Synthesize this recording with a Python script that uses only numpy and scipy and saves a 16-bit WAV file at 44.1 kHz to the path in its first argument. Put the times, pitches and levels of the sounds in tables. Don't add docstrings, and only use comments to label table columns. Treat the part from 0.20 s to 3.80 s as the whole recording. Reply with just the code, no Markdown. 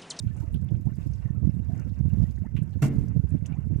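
import sys
import numpy as np
from scipy import signal
from scipy.fft import rfft, irfft
from scipy.io import wavfile
from scipy.ndimage import uniform_filter1d, map_coordinates

SR = 44100
rng = np.random.default_rng(int(sys.argv[2]) if len(sys.argv) > 2 else 0)


def unload_wav(signal):
    wavfile.write(
        sys.argv[1],
        SR,
        np.round(np.clip(np.atleast_2d(signal).T, -1, 1) * 32767).astype(np.int16),
    )


N = 158760
T = np.arange(N) / SR


def amp(db):
    return 10 ** (np.asarray(db) / 20)


def unit(x):
    return x / np.sqrt(np.mean(x ** 2))


def pan(left_minus_right_db):
    return amp(np.array([[left_minus_right_db], [-left_minus_right_db]]) / 2)


def curve(rows):
    return amp(np.interp(T, *np.array(rows).T))


def colour(x, points):
    hz, db = np.array(points).T
    bin_hz = np.maximum(np.arange(N // 2 + 1) * SR / N, 1)
    gain = amp(np.interp(np.log(bin_hz), np.log(hz), db))
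    return unit(irfft(rfft(x) * gain, N))


def noise(likeness):
    c = np.clip(likeness, 0, 1)
    shared = rng.standard_normal(N)
    separate = rng.standard_normal((2, N))
    return np.sqrt(c) * shared + np.sqrt(1 - c) * separate


def walk(knots_per_s):
    knots = rng.standard_normal(N // 8)
    return unit(np.interp(T * knots_per_s, np.arange(len(knots)), knots))


def envelope(start_s, attack_s, hold_s, decay_s):
    age = T - start_s
    rise = np.clip(age / attack_s, 0, 1)
    fall = np.exp(-np.clip((age - hold_s) / decay_s, 0, 20))
    return rise * fall


ECHO_SPAN_S, ECHO_DECAY_S, ECHO_DB = .014, 0.0073, -2


def reflect(x, count=9):
    out = []
    for channel in x:
        lag, sign = rng.random((count, 2)).T
        lag_s = .0006 + lag * ECHO_SPAN_S
        taps = np.sign(sign - .5) * np.exp(-lag_s / ECHO_DECAY_S)
        response = np.zeros(SR // 10)
        response[(lag_s * SR).astype(int)] = amp(ECHO_DB) * taps / np.linalg.norm(taps)
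        response[0] = 1
        response = response / np.linalg.norm(response)
        out.append(signal.fftconvolve(channel, response)[:N])
    return np.array(out)


GRAIN_PAN_DB, PORT_LAG_S, WATER_LIKENESS = 1.5, .00025, 0.23


def grains(per_s, low_hz, high_hz, cycles, rise, spread_db):
    out = np.zeros((2, N))
    for when, pitch, size, side in rng.random((int(per_s * N / SR), 4)):
        hz = low_hz * (high_hz / low_hz) ** pitch
        start = int(when * N)
        decay_s = cycles / hz
        clock = T[:min(int(6 * decay_s * SR), N - start)]
        port_shift = np.array([[1], [-1]]) * (side - .5) * PORT_LAG_S
        age = np.maximum(clock + port_shift - PORT_LAG_S / 2, 0)
        phase = 2 * np.pi * hz * age * (1 + rise * age / decay_s / 2)
        ring = np.sin(phase) * np.exp(-age / decay_s)
        strength = min(-np.log(1 - size), 3.6)
        level = amp(spread_db * strength) * hz / high_hz
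        out[:, start:start + age.shape[1]] += ring * level * pan(GRAIN_PAN_DB * (2 * side - 1))
    return out


HULL_DB = -52.5
# [f/Hz, relative gain/dB]
HULL_SPECTRUM = [(20, -13), (45, 3), (85, -8.5), (130, -2.5), (170, -5.5), (220, -4.5), (330, -15),
                 (480, -24.5), (1000, -42), (3000, -78)]


def hull():
    return amp(HULL_DB) * colour(noise(likeness=1.0), HULL_SPECTRUM) * amp(0.5 * walk(31))


THUMP_CYCLES, THUMP_CREST, THUMP_LEFT_DB = 0.36, 0.11, -36
# [t/s, swing level/dB, f/Hz]
BUFFETS = [(.071, -13, 97.6), (0.208, -16, 105), (0.281, -15, 99), (0.349, -13.5, 143), (0.529, -16, 138),
           (0.547, -10.5, 109.5), (.672, -13, 154), (1.059, -12.5, 111), (1.107, -11, 134.7),
           (1.275, -5.5, 159.6), (1.295, -7.5, 135.4), (1.369, -15, 141.5), (1.535, -13.5, 135.5),
           (1.81, -8, 125.3), (1.855, -11.5, 154.5), (1.884, -13.5, 143), (1.934, -9, 112.5),
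           (2.004, -17, 111.5), (2.022, -12.5, 149.6), (2.04, -9, 135.3), (2.223, -16.5, 155.5),
           (2.354, -12, 126), (2.39, -14, 145), (2.422, -10, 131), (2.785, -9.5, 141.7), (2.998, -7, 120.6),
           (3.122, -15.5, 153), (3.226, -15, 136.4), (3.323, -15, 141), (3.389, -13, 124),
           (3.521, -20, 121), (3.561, -11, 111)]


def thumps():
    out = 0
    for at, db, hz in BUFFETS:
        turn = np.clip((T - at) * hz, -10, 10)
        swing = np.cos(2 * np.pi * turn) / np.cosh(turn / THUMP_CYCLES)
        crest = np.cos(2 * np.pi * 2 * turn) / np.cosh(2 * turn / THUMP_CYCLES)
        out = out + amp(db) * (swing + THUMP_CREST * crest)
    return out * amp([[THUMP_LEFT_DB], [0]])


BREEZE_LEFT_DB, BREEZE_RIGHT_DB, EDDY_S = -55.5, -29.5, 0.035
SWIRL_PER_S, SWIRL_OCTAVES, SWIRL_DB = 75, .22, 2.6
BURST_HZ, BURST_DB, BURST_POWER, PORT_LIMIT = 386, -31, 1.474, 0.8
# [f/Hz, relative gain/dB]
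WIND_SPECTRUM = [(20, -38.5), (40, -18), (65, 1.5), (100, 2), (140, -3.5), (200, -11), (300, -25.5),
                 (450, -38), (700, -53.5), (1100, -66), (2500, -96.5)]
# [centre t/s, 1/e half length of power/s, left level/dB, right level/dB]
GUST_ROWS = [(0.062, 0.016, -32.5, -26), (.14, 0.005, -54, -31), (0.246, 0.0077, -60, -31.5),
             (0.345, 0.0186, -34, -22.5), (0.425, 0.037, -46, -24.5), (0.525, 0.015, -42, -21.5),
             (0.582, 0.012, -34, -26.5), (0.674, 0.018, -58, -21), (0.904, 0.037, -44, -24.5),
             (1.03, 0.018, -52, -28.5), (1.178, 0.0099, -57, -17.5), (1.253, .02, -49, -15.5),
             (1.404, 0.072, -61, -26), (1.5, 0.039, -53, -26), (1.673, 0.066, -68, -27),
             (1.86, 0.032, -54, -19), (1.961, 0.033, -57, -21.5), (2.014, 0.025, -55, -16),
             (2.088, 0.01, -47, -21), (2.192, 0.033, -54, -25.5), (2.373, 0.017, -52, -25.5),
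             (2.571, 0.0096, -62, -20), (2.8, 0.033, -53, -19.5), (2.909, 0.021, -49.5, -22.5),
             (2.965, 0.015, -40, -17.5), (3.055, 0.012, -45, -19), (3.141, 0.024, -38.5, -19),
             (3.486, 0.055, -62, -37), (3.509, 0.06, -50, -23)]


def wind():
    swirl = np.clip(walk(SWIRL_PER_S), -2, 2)
    travel = np.cumsum(2 ** (SWIRL_OCTAVES * swirl))
    still = colour(noise(0), WIND_SPECTRUM)
    eddies = np.array([map_coordinates(port, [travel], order=3, mode="mirror") for port in still])
    local_power = uniform_filter1d(eddies ** 2, int(EDDY_S * SR))
    local_power = uniform_filter1d(local_power, int(EDDY_S * SR / 2))
    surge = amp(SWIRL_DB * swirl)
    surge = surge / np.sqrt(uniform_filter1d(surge ** 2, size=4000))
    eddies = unit(eddies / np.sqrt(local_power) * surge)

    power = amp([[BREEZE_LEFT_DB], [BREEZE_RIGHT_DB]]) ** 2
    for at, half_s, left_db, right_db in GUST_ROWS:
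        power = power + amp([[left_db], [right_db]]) ** 2 * np.exp(-((T - at) / half_s) ** 2)
    pressure = eddies * np.sqrt(power) + thumps()

    band = [(BURST_HZ / 4, -20), (BURST_HZ, 0), (2 * BURST_HZ, -16), (5 * BURST_HZ, -55)]
    strength = np.abs(signal.hilbert(pressure)) ** BURST_POWER
    burst = amp(BURST_DB) * colour(noise(0), band) * strength
    return PORT_LIMIT * np.tanh((pressure + burst) / PORT_LIMIT)


KNOCK_S = 2.619
BOOM_HZ, BOOM_DB, BOOM_ATTACK_S, BOOM_HOLD_S, BOOM_DECAY_S = 140.4, -17.5, .013, .025, .016
BOOM_PAN_DB, HULL_WAVER = -2, 0.018
CRACK_DB, CRACK_ATTACK_S, CRACK_HOLD_S, CRACK_DECAY_S = -36.5, 0.0043, 0.027, 0.025
CRACK_PAN_DB, CRACK_GRAIN, CRACK_END_S, CRACK_STOP_S = -5.5, 0.22, 0.069, 0.0055
CLACK_DB, CLACK_LAG_S, CLACK_DECAY_S = -31, .008, .003
TAIL_DB, TAIL_DECAY_S = -27.5, 0.1
# [f/Hz, relative gain/dB]
CRACK_SPECTRUM = [(200, -10), (420, 8), (520, 2.5), (700, 6), (850, -3), (1100, -4), (1600, -4.5),
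                  (2150, -5), (3000, -11), (4300, -17), (5700, -10.5), (6300, -13), (7200, -8.5),
                  (9500, -15.5), (13000, -20), (16000, -28)]
# [f/Hz, relative gain/dB]
CONTACT_SPECTRUM = [(300, -4), (700, -1), (1400, 0), (2200, -3), (3500, -9), (7000, -20), (15000, -33)]
# [f/Hz, relative gain/dB]
TAIL_SPECTRUM = [(90, -1), (140, 11.5), (190, 11.5), (250, 4.5), (320, 0.5), (380, -3), (450, -8.5),
                 (560, -13), (1000, -24), (2100, -26), (3300, -39.5), (7000, -53.5), (15000, -57.5)]
# [f/Hz, level/dB, t60/s]
SHELL_MODES = [(137.55, -20.5, 0.72), (188, -48, 0.39), (232, -29.5, 1), (279.6, -32, 0.96), (289, -41, 1),
               (439, -40, 0.79), (451, -41.5, 0.52), (750, -47, 0.51), (1033, -63, 1), (1388, -45, 0.24),
               (2080, -46.5, 0.39), (2184, -45.5, 0.22), (2735, -43.5, 0.21)]
# [f/Hz, level/dB, t60/s]
LOOSE_MODES = [(1034, -49, .12), (2126, -46, .1), (2396, -49, .08), (3591, -55, .1), (5749, -52, .13),
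               (6977, -53, .15), (7316, -54, .15), (8662, -59, .13), (12690, -45, .05)]


def ring_modes(modes, clock, age):
    total = 0
    for hz, db, t60_s in modes:
        total = total + amp(db) * np.sin(2 * np.pi * hz * clock) * np.exp(-np.log(1000) * age / t60_s)
    return -np.minimum(age / .006, 1) * total


def knock():
    age = np.maximum(T - KNOCK_S, 0)
    boom = -amp(BOOM_DB) * np.sin(2 * np.pi * BOOM_HZ * age)
    boom = boom * envelope(KNOCK_S, BOOM_ATTACK_S, BOOM_HOLD_S, BOOM_DECAY_S)
    wavering_clock = age + HULL_WAVER * np.cumsum(walk(120) * (age > 0)) / SR
    shell = ring_modes(SHELL_MODES, wavering_clock, age)

    rattle = amp(CRACK_DB) * envelope(KNOCK_S, CRACK_ATTACK_S, CRACK_HOLD_S, CRACK_DECAY_S)
    rattle = rattle * np.exp(CRACK_GRAIN * walk(400))
    crack = colour(reflect(noise(likeness=0.17)), CRACK_SPECTRUM) * rattle
    crack = (crack + ring_modes(LOOSE_MODES, age, age)) * pan(CRACK_PAN_DB)
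    crack = crack * envelope(KNOCK_S, 0.00092, CRACK_END_S, CRACK_STOP_S)

    clack = amp(CLACK_DB) * colour(noise(likeness=0.41), CONTACT_SPECTRUM)
    clack = clack * envelope(KNOCK_S + CLACK_LAG_S, 0.0015, 0.00087, CLACK_DECAY_S)
    tail = amp(TAIL_DB) * colour(noise(likeness=0.44), TAIL_SPECTRUM)
    tail = tail * envelope(KNOCK_S, 0.018, 0.036, TAIL_DECAY_S)
    return (boom + shell + clack + tail) * pan(BOOM_PAN_DB) + crack


# [t/s, level/dB, centre f/Hz, decay/s, L-R/dB]
SLOSH_ROWS = [(0.507, -51.5, 477, 0.011, -13), (1.852, -53, 588, 0.0027, 1.5), (1.929, -57, 640, 0.015, -9),
              (2.006, -54.5, 495, 0.029, -8)]


def sloshes():
    out, water = 0, noise(likeness=0.74)
    for at, db, hz, decay_s, pan_db in SLOSH_ROWS:
        body = colour(water, [(hz / 2, -18), (hz, 0), (2 * hz, -20), (4 * hz, -50)])
        out = out + amp(db) * body * envelope(at, 0.0036, 0.0057, decay_s) * pan(pan_db)
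    return out


# [f/Hz, relative gain/dB]
BLADE_SPECTRUM = [(500, -26.5), (1100, -5.5), (1800, -7.5), (2150, 0), (2500, 0), (2700, 1.5), (2950, 2),
                  (3300, -6.5), (4000, -13), (4800, -22.5), (15000, -29)]
# [t/s, level/dB, decay/s, L-R/dB]
CLACK_ROWS = [(2.365, -47.5, 0.018, -1), (3.322, -60, 0.0094, 1)]


def clacks():
    out, body = 0, colour(noise(likeness=0.27), BLADE_SPECTRUM)
    for at, db, decay_s, pan_db in CLACK_ROWS:
        out = out + amp(db) * body * envelope(at, .0007, 0.003, decay_s) * pan(pan_db)
    return out


GULP_S, GULP_ATTACK_S, GULP_ROUGH, GULP_PAN_DB = .052, .014, .4, 3
# [t/s, level/dB, starting f/Hz, rise/(octaves per s)]
GULP_ROWS = [(.652, -53, 540, 28), (2.229, -54.5, 460, 36), (3.338, -55, 580, 26)]


def gulps():
    out, flutter, waver = 0, 1 + GULP_ROUGH * walk(330), 1 + 0.026 * walk(300)
    for at, db, hz, octaves_per_s in GULP_ROWS:
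        age = np.clip(T - at, 0, GULP_S)
        phase = np.cumsum(hz * 2 ** (octaves_per_s * age) * waver) / SR
        swell = np.interp(age, [0, GULP_ATTACK_S, GULP_S], [0, 1, 0])
        out = out + amp(db) * swell * np.sin(2 * np.pi * phase)
    return out * flutter * pan(GULP_PAN_DB)


PLOP_ROUGH = .4
# [t/s, level/dB, f/Hz, decay/s]
PLOP_ROWS = [(.105, -61, 1800, 0.011), (.14, -51.5, 784, 0.051), (0.197, -55, 1333, 0.011),
             (0.214, -54, 914, 0.024), (1.053, -50.5, 1853, 0.007), (1.085, -53.5, 1880, 0.0068),
             (1.15, -61, 1247, 0.043), (1.49, -44, 729, 0.044), (1.579, -56.5, 1370, 0.037),
             (1.971, -62, 1030, 0.028), (2.046, -56.5, 1950, 0.01), (2.251, -57.5, 2020, .024),
             (3.307, -47.5, 1430, .008), (3.325, -49.5, 2400, 0.011)]


def plops():
    out, flutter = 0, 1 + PLOP_ROUGH * walk(180)
    wavering_clock = np.cumsum(1 + .05 * walk(220)) / SR
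    for at, db, hz, decay_s in PLOP_ROWS:
        tone = np.sin(2 * np.pi * hz * wavering_clock)
        out = out + amp(db) * envelope(at, 0.01, 0.0031, decay_s) * tone
    return out * flutter * pan(3.1)


SPLASH_WIDTH, SPLASH_ATTACK_S, SPLASH_GRAIN = 0.42, 0.00046, 0.4
SPLASH_FIZZ_DB, SPLASH_SKIRT_DB, SNAP_DB, SNAP_DECAY_S = 1.5, -9, -5, 0.00047
# [t/s, level/dB, centre f/Hz, decay/s, L-R/dB]
SPLASH_ROWS = [(0.075, -60.5, 2730, 0.02, 0), (0.166, -60.5, 7440, 0.012, -4),
               (0.341, -55.5, 3150, 0.015, -1), (0.338, -62, 10500, 0.0076, -2),
               (.325, -63, 8450, 0.0057, 2), (.445, -64, 9000, .003, 0), (0.483, -58.5, 2830, 0.013, -1),
               (0.551, -64, 2580, 0.012, 1), (0.655, -66, 7100, 0.005, -5), (0.756, -62, 10000, 0.0042, -5),
               (0.809, -66.5, 6460, 0.0048, 3), (0.935, -64.5, 5500, 0.015, 3),
               (1.35, -65.5, 8000, 0.0045, 1.5), (1.576, -62.5, 5740, 0.0066, 2),
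               (1.596, -56.5, 6160, 0.0035, -3), (1.693, -64, 3970, 0.0064, 3),
               (1.79, -65, 6000, 0.0039, -1), (1.939, -61, 3940, 0.0027, 2), (2.032, -62, 3170, 0.011, 0),
               (2.09, -60.5, 2870, 0.0073, 0), (2.429, -64, 7900, 0.0068, -1),
               (0.343, -61, 11000, 0.0027, -5), (0.652, -63, 10900, 0.0017, -2),
               (2.531, -65.5, 3370, 0.0098, 6), (2.883, -62, 6500, 0.0051, -4.5),
               (3.091, -62, 8000, 0.0088, -2.5), (3.261, -53.5, 6700, 0.0095, -1),
               (3.253, -60.5, 3100, 0.019, -3)]


def band_noise(x, order, edges_hz):
    return unit(signal.sosfilt(signal.butter(order, edges_hz, "band", fs=SR, output="sos"), x))


def splashes():
    fizz = unit(grains(2400, 1747, 12480, cycles=22, rise=0.04, spread_db=0.5))
    burst = noise(likeness=0.16) + amp(SPLASH_FIZZ_DB) * fizz
    burst = burst * np.exp(SPLASH_GRAIN * walk(700))
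    out = 0
    for at, db, hz, decay_s, pan_db in SPLASH_ROWS:
        edges_hz = hz * np.exp(np.array([-SPLASH_WIDTH, SPLASH_WIDTH]) / 2)
        edges_hz = np.clip(edges_hz, 100, SR / 2 - 1000)
        core = band_noise(burst, 2, edges_hz)
        skirt = band_noise(burst, 1, edges_hz)
        body = core + amp(SPLASH_SKIRT_DB) * skirt
        body = body * envelope(at, SPLASH_ATTACK_S, SPLASH_ATTACK_S, decay_s)
        snap = amp(SNAP_DB) * unit(burst) * envelope(at, 0.00037, 0.00028, SNAP_DECAY_S)
        out = out + (body + snap) * amp(db) * pan(pan_db)
    return out


TICKS_PER_S, TICK_SPREAD_DB, TICK_DB, TICK_DECAY_S = 170, 4.5, -5, .0003


def ticks():
    clicks = np.zeros((2, N))
    for when, size, side in rng.random((int(TICKS_PER_S * N / SR), 3)):
        port_shift = np.array([1, -1]) * (side - .5) * PORT_LAG_S * SR
        ports = (when * (N - 100) + 50 + port_shift).astype(int)
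        clicks[[0, 1], ports] += amp(TICK_SPREAD_DB * min(-np.log(1 - size), 3.3))
    decaying = signal.lfilter([1], [1, -np.exp(-1 / (TICK_DECAY_S * SR))], clicks)
    return decaying * noise(WATER_LIKENESS)


BUBBLES_PER_S, BUBBLE_CYCLES, BUBBLE_RISE, BUBBLE_SPREAD_DB = 420, 9, 0.098, 4.5
DROPS_PER_S, DROP_CYCLES, DROP_SPREAD_DB = 520, 6, 4
BUBBLE_DB, WASH_DB, DROP_DB, MIST_DB = -5, -4, -5, -6.5
CHURN_PAN_DB, SPRAY_PAN_DB = 0.5, -1
# [f/Hz, relative gain/dB]
CHURN_SPECTRUM = [(150, -19.5), (350, 3), (520, 2), (740, 7), (1100, -2.5), (1600, -4.5), (2100, -4),
                  (2800, -7), (3600, -41.5), (6000, -44)]
# [f/Hz, relative gain/dB]
SPRAY_SPECTRUM = [(1500, -20.5), (2800, -5.5), (3500, 0.5), (4400, -1), (5600, 1), (7200, 0), (9000, -3.5),
                  (12000, -6.5), (15500, -5.5)]
# [t/s, level/dB]
CHURN_CURVE = [(.04, -57.5), (.1, -60.5), (.23, -57), (.3, -59), (.43, -68), (.5, -62.5), (.61, -64),
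               (.86, -60.5), (1.08, -61.5), (1.25, -64), (1.45, -62.5), (1.6, -59.5), (1.82, -63),
               (2.04, -58.5), (2.18, -61.5), (2.48, -63), (2.8, -62.5), (3.03, -62.5), (3.15, -61),
               (3.23, -61), (3.32, -57), (3.48, -65.5), (3.6, -62)]
# [t/s, level/dB]
SPRAY_CURVE = [(.05, -70), (.1, -71), (.2, -66), (.31, -72), (.44, -76.5), (.62, -72), (.74, -71.5),
               (.86, -66.5), (.96, -69.5), (1.17, -75.5), (1.33, -71), (1.43, -72), (1.55, -69.5),
               (1.72, -72.5), (1.83, -73), (2.04, -66), (2.17, -72), (2.32, -78), (2.56, -72),
               (2.78, -65.5), (2.93, -73.5), (3.13, -71.5), (3.33, -74), (3.5, -77), (3.6, -70)]


def paddlewheels():
    bubbles = grains(BUBBLES_PER_S, 400, 3600, BUBBLE_CYCLES, BUBBLE_RISE, BUBBLE_SPREAD_DB)
    bubbles = colour(bubbles, CHURN_SPECTRUM)
    wash = colour(noise(WATER_LIKENESS), CHURN_SPECTRUM) * amp(3.5 * walk(40))
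    drops = colour(grains(DROPS_PER_S, 2600, 15000, DROP_CYCLES, 0, DROP_SPREAD_DB), SPRAY_SPECTRUM)
    mist = colour(noise(WATER_LIKENESS), SPRAY_SPECTRUM) * amp(0.51 * walk(98))
    clicks = colour(ticks(), SPRAY_SPECTRUM)
    churn = curve(CHURN_CURVE) * (amp(BUBBLE_DB) * bubbles + amp(WASH_DB) * wash)
    spray = amp(DROP_DB) * drops + amp(MIST_DB) * mist + amp(TICK_DB) * clicks
    spray = curve(SPRAY_CURVE) * spray
    return churn * pan(CHURN_PAN_DB) + spray * pan(SPRAY_PAN_DB)


def scene():
    background = hull() + wind()
    events = knock() + sloshes() + clacks() + gulps() + splashes()
    return background + events + reflect(paddlewheels() + plops())


TOP_HZ = 15800


def record(dry):
    ease = np.clip(np.minimum(T, T[-1] - T) / .004, 0, 1)
    eased = dry * np.sin(np.pi / 2 * ease) ** 2
    return signal.sosfilt(signal.ellip(8, .2, 70, TOP_HZ, fs=SR, output="sos"), eased)


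dry = scene()
out = record(dry)
unload_wav(out)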